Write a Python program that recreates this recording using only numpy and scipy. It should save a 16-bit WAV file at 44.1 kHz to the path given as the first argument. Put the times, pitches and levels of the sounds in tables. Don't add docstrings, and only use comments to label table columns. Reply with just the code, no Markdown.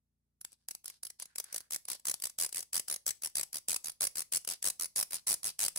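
import sys
import numpy as np
from scipy import signal
from scipy.fft import rfft, irfft, next_fast_len
from scipy.io import wavfile
from scipy.ndimage import map_coordinates

SR = 44100
rng = np.random.default_rng(int(sys.argv[2]) if len(sys.argv) > 2 else 0)


def wrap_up_sound(samples):
    columns = np.atleast_2d(samples).T
    tamed = np.clip(columns, -1, 1)
    steps = np.round(tamed * 32767).astype(np.int16)
    wavfile.write(sys.argv[1], SR, steps)


N = 254898


def amp(db):
    return 10 ** (np.asarray(db) / 20)


def unit_rms(x):
    return x / np.sqrt(np.mean(x ** 2) + 1e-20)


def unit_energy(spectra):
    x = irfft(spectra)
    return x / np.sqrt(np.sum(x ** 2, axis=(1, 2), keepdims=True))


def curve_at(points, hz):
    freq_hz, values = np.transpose(points)
    return np.interp(np.log(hz + 1), np.log(freq_hz + 1), values)


def pan(left_minus_right_db):
    return amp(np.array([[.5], [-.5]]) * left_minus_right_db)


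def filtered(x, response):
    size = next_fast_len(N + SR // 2)
    return irfft(rfft(x, size) * response(np.fft.rfftfreq(size, 1 / SR)), size)[..., :N]


def wobble(rate_hz):
    knots = rng.standard_normal(int(N * rate_hz / SR) + 4)
    return map_coordinates(knots, [np.arange(N) * rate_hz / SR])


def minimum_phase(points, hz):
    cepstrum = irfft(np.log(amp(curve_at(points, hz))))
    half = len(hz) - 1
    cepstrum[1:half] *= 2
    cepstrum[half + 1:] = 0
    return np.exp(rfft(cepstrum))


def resonance(hz, centre_hz, width_hz):
    return 1j * hz * width_hz / (centre_hz ** 2 - hz ** 2 + 1j * hz * width_hz)


def burst(envelopes, correlation=0.066):
    noise = rng.standard_normal((len(envelopes), 2, envelopes.shape[-1]))
    mix_rad = np.arcsin(correlation) / 2
    stereo = np.cos(mix_rad) * noise + np.sin(mix_rad) * noise[:, ::-1]
    return rfft(envelopes * stereo)


# freq_hz, gain_db
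AIR_SPECTRUM = [(20, -1), (300, 4), (800, -6), (3000, -15), (9000, -11), (11500, -11), (16000, -15)]
def room_air(level_db=-95):
    noise = rng.standard_normal((2, N))
    return amp(level_db) * unit_rms(filtered(noise, lambda hz: amp(curve_at(AIR_SPECTRUM, hz))))


# multiple, level_db
MOTOR_HARMONICS = [(2, -89.5), (3, -94), (4, -99), (5, -94.5), (6, -100), (7, -102), (8, -97), (9, -108),
                   (10, -110), (11, -108), (14, -111)]
def motor_hum(rotation_hz=29.1, phase_spread_rad=0.31):
    t = np.arange(N) / SR
    hum = np.zeros((2, N))
    for multiple, level_db in MOTOR_HARMONICS:
        cycles = multiple * rotation_hz * t + rng.random()
        offset_rad = phase_spread_rad * rng.standard_normal((2, 1))
        hum += np.sqrt(2) * amp(level_db) * np.sin(2 * np.pi * cycles + offset_rad)
    return hum


# freq_hz, t60_s
ROOM_DECAY = [(200, 0.29), (530, 0.54), (1400, 0.17), (3700, 0.25), (9700, 0.22), (15000, 0.22)]
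# freq_hz, gain_db
ROOM_COLOUR = [(100, -12), (600, -23), (2000, -15), (5000, -17.5), (10000, -19.5), (15000, -20)]
def room_reverb(dry, segments=8, delay_s=0.0068, build_s=0.0017):
    out = np.zeros((2, N))
    for part in np.array_split(np.arange(N), segments):
        hz, t, noise = signal.stft(rng.standard_normal((2, SR // 2)), SR, nperseg=256)
        t60_s = curve_at(ROOM_DECAY, hz)[:, None]
        onset = 1 - np.exp(-np.maximum(t - delay_s, 0) / build_s)
        tail = signal.istft(noise * amp(-60 * t / t60_s) * onset / np.sqrt(t60_s), SR, nperseg=256)[1]
        tail /= np.linalg.norm(tail[0])
        wet = signal.fftconvolve(dry[:, part], tail, axes=1)[:, :N - part[0]]
        out[:, part[0]:part[0] + wet.shape[1]] += wet
    return filtered(out, lambda hz: amp(curve_at(ROOM_COLOUR, hz)))


# freq_hz, gain_db
FRICTION_SPECTRUM = [(30, -28), (400, -10.5), (1000, -5.5), (1650, -15), (2700, -4.5), (4900, 7),
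                     (7000, -3), (10000, 2), (12500, -11), (16000, -25)]
# start_s, end_s, hiss_db, groan_db
BLADE_RUBS = [(0.495, 0.559, -69, -90), (0.56, .675, -86, -100), (0.857, 0.913, -55.5, -80),
              (0.882, 0.995, -66.5, -87), (1.187, 1.248, -50.5, -78), (1.257, 1.36, -81, -74),
              (1.427, 1.574, -62.5, -64), (1.538, 1.7, -81, -76), (1.871, 1.977, -47.5, -74),
              (4.474, 4.57, -48, -66), (5.108, 5.206, -49.5, -63), (5.458, 5.519, -43.5, -74)]
def rubbing(grain_db=3, grain_hz=700, groan_hz=1620, groan_width_hz=380):
    t = np.arange(N) / SR
    grains = rng.standard_normal((2, N)) * amp(grain_db * wobble(grain_hz))
    hiss = unit_rms(filtered(grains, lambda hz: amp(curve_at(FRICTION_SPECTRUM, hz))))
    groan = unit_rms(filtered(grains, lambda hz: resonance(hz, groan_hz, groan_width_hz)))
    out = np.zeros((2, N))
    for start_s, end_s, hiss_db, groan_db in BLADE_RUBS:
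        arch = np.sin(np.pi * np.clip((t - start_s) / (end_s - start_s), 0, 1))
        out += arch * (amp(hiss_db) * hiss + amp(groan_db) * groan)
    return out


# freq_hz, gain_db
BENCH_SPECTRUM = [(20, -2), (70, -3.5), (170, -1.5), (300, -6), (500, -10.5), (1500, -19)]
def bench_knock(envelopes, hz):
    return unit_energy(minimum_phase(BENCH_SPECTRUM, hz) * burst(envelopes))


# freq_hz, width_hz, gain_db
CASE_MODES = [(574, 160, -7), (1105, 240, -10.5), (1730, 140, -14), (2180, 146, -8), (3884, 76, -5),
              (4770, 730, 2.5), (5620, 360, 1.5)]
# freq_hz, gain_db
SHELL_SPECTRUM = [(20, -33), (200, -15), (600, -6), (1100, -6), (2500, -4), (3200, -7.5), (4500, -3),
                  (6400, 8), (7600, -0.5), (12000, -30.5)]
def case_rattle(envelopes, colour, hz, shell_db=-6):
    modes = sum((-1) ** k * amp(gain_db) * resonance(hz, freq_hz, width_hz)
                for k, (freq_hz, width_hz, gain_db) in enumerate(CASE_MODES))
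    ring = modes * burst(envelopes)
    shell = amp(shell_db) * minimum_phase(SHELL_SPECTRUM, hz) * burst(envelopes)
    return unit_energy(colour * (ring + shell))


# time_s, case_gain_db, bench_gain_db
CASE_HOLD = [(.4, -2.5, 3.5), (1.1, -1, -3.5), (1.8, -1, -2), (2.9, -1, -1.5), (3.5, 0, 1.5), (4.6, -1, 0),
             (5.8, 0.5, 2.5)]
def case_on_bench(when_s, envelopes, colour, hz, case_db=16, bench_db=-1):
    time_s, case_gain_db, bench_gain_db = np.transpose(CASE_HOLD)
    case_gain = amp(case_db + np.interp(when_s, time_s, case_gain_db))[:, None, None]
    bench_gain = amp(bench_db + np.interp(when_s, time_s, bench_gain_db))[:, None, None]
    return case_gain * case_rattle(envelopes, colour, hz) + bench_gain * bench_knock(envelopes, hz)


# freq_hz, width_hz, gain_db, left_minus_right_db, left_lead_rad
BLADE_MODES = [(6080, 350, -6.5, 6, 1.1), (7930, 300, -4.5, 11.5, 7), (8200, 150, -14, -3, -4),
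               (8270, 220, -7, 11, -9), (9970, 62, 1, 0, 0.4), (10110, 370, 3.5, 2.5, 1.05),
               (10580, 420, -2.5, -9, 2.06), (12160, 450, -13.5, 15, 1.5), (14370, 590, -11, 3.5, -5.5)]
# freq_hz, gain_db
CRACK_SPECTRUM = [(20, -36.5), (300, -11), (3000, -8), (5000, -7), (7000, -1.5), (8300, 2.5), (11000, -1),
                  (11800, -3.5), (15500, -5.5), (16500, -9.5)]
def blade_ring(starts, envelopes, colour, hz, wander_hz=22, drift_widths=0.27, swing_db=3.5):
    modes = 0
    for freq_hz, width_hz, gain_db, pan_db, lead_rad in BLADE_MODES:
        gain = amp(gain_db + swing_db * wobble(wander_hz)[starts, None, None])
        centre_hz = freq_hz + drift_widths * width_hz * wobble(wander_hz)[starts, None, None]
        radiation = pan(pan_db) * np.exp(1j * lead_rad * np.array([[.5], [-.5]]))
        modes += gain * radiation * resonance(hz, centre_hz, width_hz)
    ring = modes * burst(envelopes, correlation=0.54)
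    crack = amp(-5) * minimum_phase(CRACK_SPECTRUM, hz) * burst(envelopes)
    return unit_energy(colour * (ring + crack))


def contact_colour(when_s, hz, spread_db=2.5, patch_hz=400, rate_hz=50):
    field = rng.standard_normal((512, 256))
    grid = np.meshgrid(when_s * rate_hz, hz / patch_hz, indexing="ij")
    return amp(spread_db * map_coordinates(field, grid, mode="wrap"))[:, None]


def snap_envelopes(t, rattle_t60_s, load_s=0.0074, crack_t60_s=0.016, grit_db=3.0, grit_hz=900):
    scrape = amp(-12) * np.clip(1 + t / load_s, 0, 1) ** 2
    crack = amp(-60 * abs(t) / crack_t60_s)
    rattle = amp(-60 * (abs(t) / rattle_t60_s) ** 1.18)
    knots = rng.standard_normal((len(rattle_t60_s), 128))
    grid = np.meshgrid(np.arange(len(knots)), (t - t[0]) * grit_hz, indexing="ij")
    grit = map_coordinates(knots, grid, order=1)[:, None]
    return np.where(t < 0, scrape, np.hypot(rattle, crack)) * amp(grit_db * grit)


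def stroke(start_s, length_s, tooth_count, entry_speed, exit_speed, entry_db, mid_db, exit_db,
           scatter_db=0.46, firm_bite_db=-23.5, light_t60_s=0.022, firm_extra_s=0.0051):
    entry_rad, exit_rad = np.arccos(np.clip([entry_speed, exit_speed], 0, .99))
    travel = np.linspace(0, 1, tooth_count)
    swing_rad = np.arcsin((travel - 1) * np.sin(entry_rad) + travel * np.sin(exit_rad))
    when_s = start_s + length_s * (swing_rad + entry_rad) / (entry_rad + exit_rad)
    pressure_arch = np.polyfit([0, .5, 1], [entry_db, mid_db, exit_db], 2)
    level_db = np.polyval(pressure_arch, travel) + scatter_db * rng.standard_normal(tooth_count)
    push_db = -1 + 1.5 * travel + 0.19 * (firm_bite_db - level_db)
    t60_s = light_t60_s + firm_extra_s * amp(level_db - firm_bite_db) ** 2
    t60_s[0] *= 0.86
    return np.transpose([when_s, level_db, push_db, t60_s])


# start_s, level_db
LONE_TICKS = [(0.4126, -41.5), (0.4489, -35.5), (.5199, -56), (.5293, -52), (0.8438, -46.5),
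              (1.4416, -39.5), (1.853, -42), (1.997, -51.5), (2.2004, -44.5), (2.4917, -43), (3.298, -54),
              (3.9187, -47), (4.449, -39), (5.1081, -37.5), (5.4317, -36.5)]
# start_s, length_s, tooth_count, entry_speed, exit_speed, entry_db, mid_db, exit_db
KNIFE_STROKES = [(.686, 0.064, 3, 0.88, 0.04, -33.5, -34.5, -38.5),
                 (0.8579, 0.042, 3, 0.74, .9, -36, -37.5, -42),
                 (1.0322, 0.069, 4, 0.82, 0.07, -35, -37.5, -40.5),
                 (1.1988, 0.057, 3, 1, 0.4, -37.5, -35, -45.5),
                 (1.358, 0.042, 3, 0.14, 0.8, -36, -28.5, -30),
                 (1.5272, 0.078, 5, .9, 0.43, -36, -30, -43.5),
                 (1.708, 0.053, 5, 0.81, 0.58, -36, -29.5, -31),
                 (1.8847, 0.065, 5, 0.82, 0.68, -32.5, -30.5, -42.5),
                 (2.054, 0.087, 6, 0.75, 0.12, -31, -25.5, -30.5),
                 (2.2215, 0.076, 5, 0.74, 0.2, -32, -29, -42.5),
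                 (2.3865, 0.076, 7, 0.8, 0.59, -29, -25.5, -32.5),
                 (2.5268, 0.1, 8, 0.38, 0.27, -35.5, -30.5, -39),
                 (2.7313, 0.065, 6, 0.74, 0.29, -29.5, -25, -28.5),
                 (2.8829, 0.078, 6, 0.7, 0.41, -31.5, -28.5, -35),
                 (3.0647, 0.042, 4, 0.92, 0.44, -24, -26, -28.5),
                 (3.2214, 0.051, 5, 0.79, 0.77, -39, -28, -37),
                 (3.355, 0.076, 6, 0.93, 0.52, -26, -27.5, -29.5),
                 (3.53, 0.052, 5, 0.9, 0.9, -35, -31.5, -37.5),
                 (3.6841, 0.078, 7, 0.99, 0.44, -26, -27.5, -27.5),
                 (3.844, 0.052, 5, 0.9, .95, -34.5, -32.5, -34.5),
                 (4.0083, 0.061, 6, 0.81, 0.28, -25, -25, -25.5),
                 (4.1563, .0625, 6, .75, .75, -34, -28.5, -34), (4.3235, 0.047, 5, 0.86, .8, -27, -25, -25),
                 (4.4753, 0.06, 6, 0.63, 0.63, -29.5, -31.5, -36.5),
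                 (4.626, 0.075, 7, 0.35, 0.27, -30, -24.5, -26.5),
                 (4.7971, 0.06, 6, 0.78, 0.79, -31, -29.5, -34.5),
                 (4.9604, 0.067, 7, 0.77, 0.34, -26, -25.5, -26.5),
                 (5.1216, 0.046, 5, 0.99, 0.64, -38, -28, -40.5),
                 (5.2706, 0.07, 8, 0.8, 0.58, -25.5, -24, -25.5),
                 (5.4435, 0.058, 7, 0.88, .55, -30, -29.5, -42),
                 (5.5917, 0.09, 9, 0.73, 0.21, -28.5, -26, -26),
                 (5.7608, 0.035, 4, 0.84, .9, -29.5, -30, -28)]
def sawing(blade_db=24.5, body_pan_db=2.0, tick_push_db=-1, tick_t60_s=0.018, size=2048):
    strokes = [stroke(*row) for row in KNIFE_STROKES]
    ticks = [(start_s, level_db, tick_push_db, tick_t60_s) for start_s, level_db in LONE_TICKS]
    teeth = np.vstack(strokes + [ticks])
    teeth = teeth[teeth[:, 0] < N / SR].T
    when_s = teeth[0]
    level_db, push_db, t60_s = teeth[1:, :, None, None]
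    starts = np.round(when_s * SR).astype(int)
    lead = size // 4
    t = (np.arange(size) - lead) / SR
    hz = np.fft.rfftfreq(size, 1 / SR)
    envelopes = snap_envelopes(t, t60_s)
    colour = contact_colour(when_s, hz)
    blade = amp(blade_db) * blade_ring(starts, envelopes, colour, hz)
    body = amp(push_db) * pan(body_pan_db) * case_on_bench(when_s, envelopes, colour, hz)
    snaps = amp(level_db) * (blade + body)
    out = np.zeros((2, N + size))
    for start, snap in zip(starts, snaps):
        out[:, start:start + size] += snap
    return out[:, lead:lead + N]


def scene():
    knife = sawing() + rubbing()
    return knife + room_reverb(knife) + room_air() + motor_hum()


def record(dry, ceiling=0.14, cutoff_hz=15850):
    rounded = dry / (1 + (dry / ceiling) ** 4) ** (1 / 4)
    return filtered(rounded, lambda hz: 1 / np.sqrt(1 + (hz / cutoff_hz) ** 200))


dry = scene()
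out = record(dry)
wrap_up_sound(out)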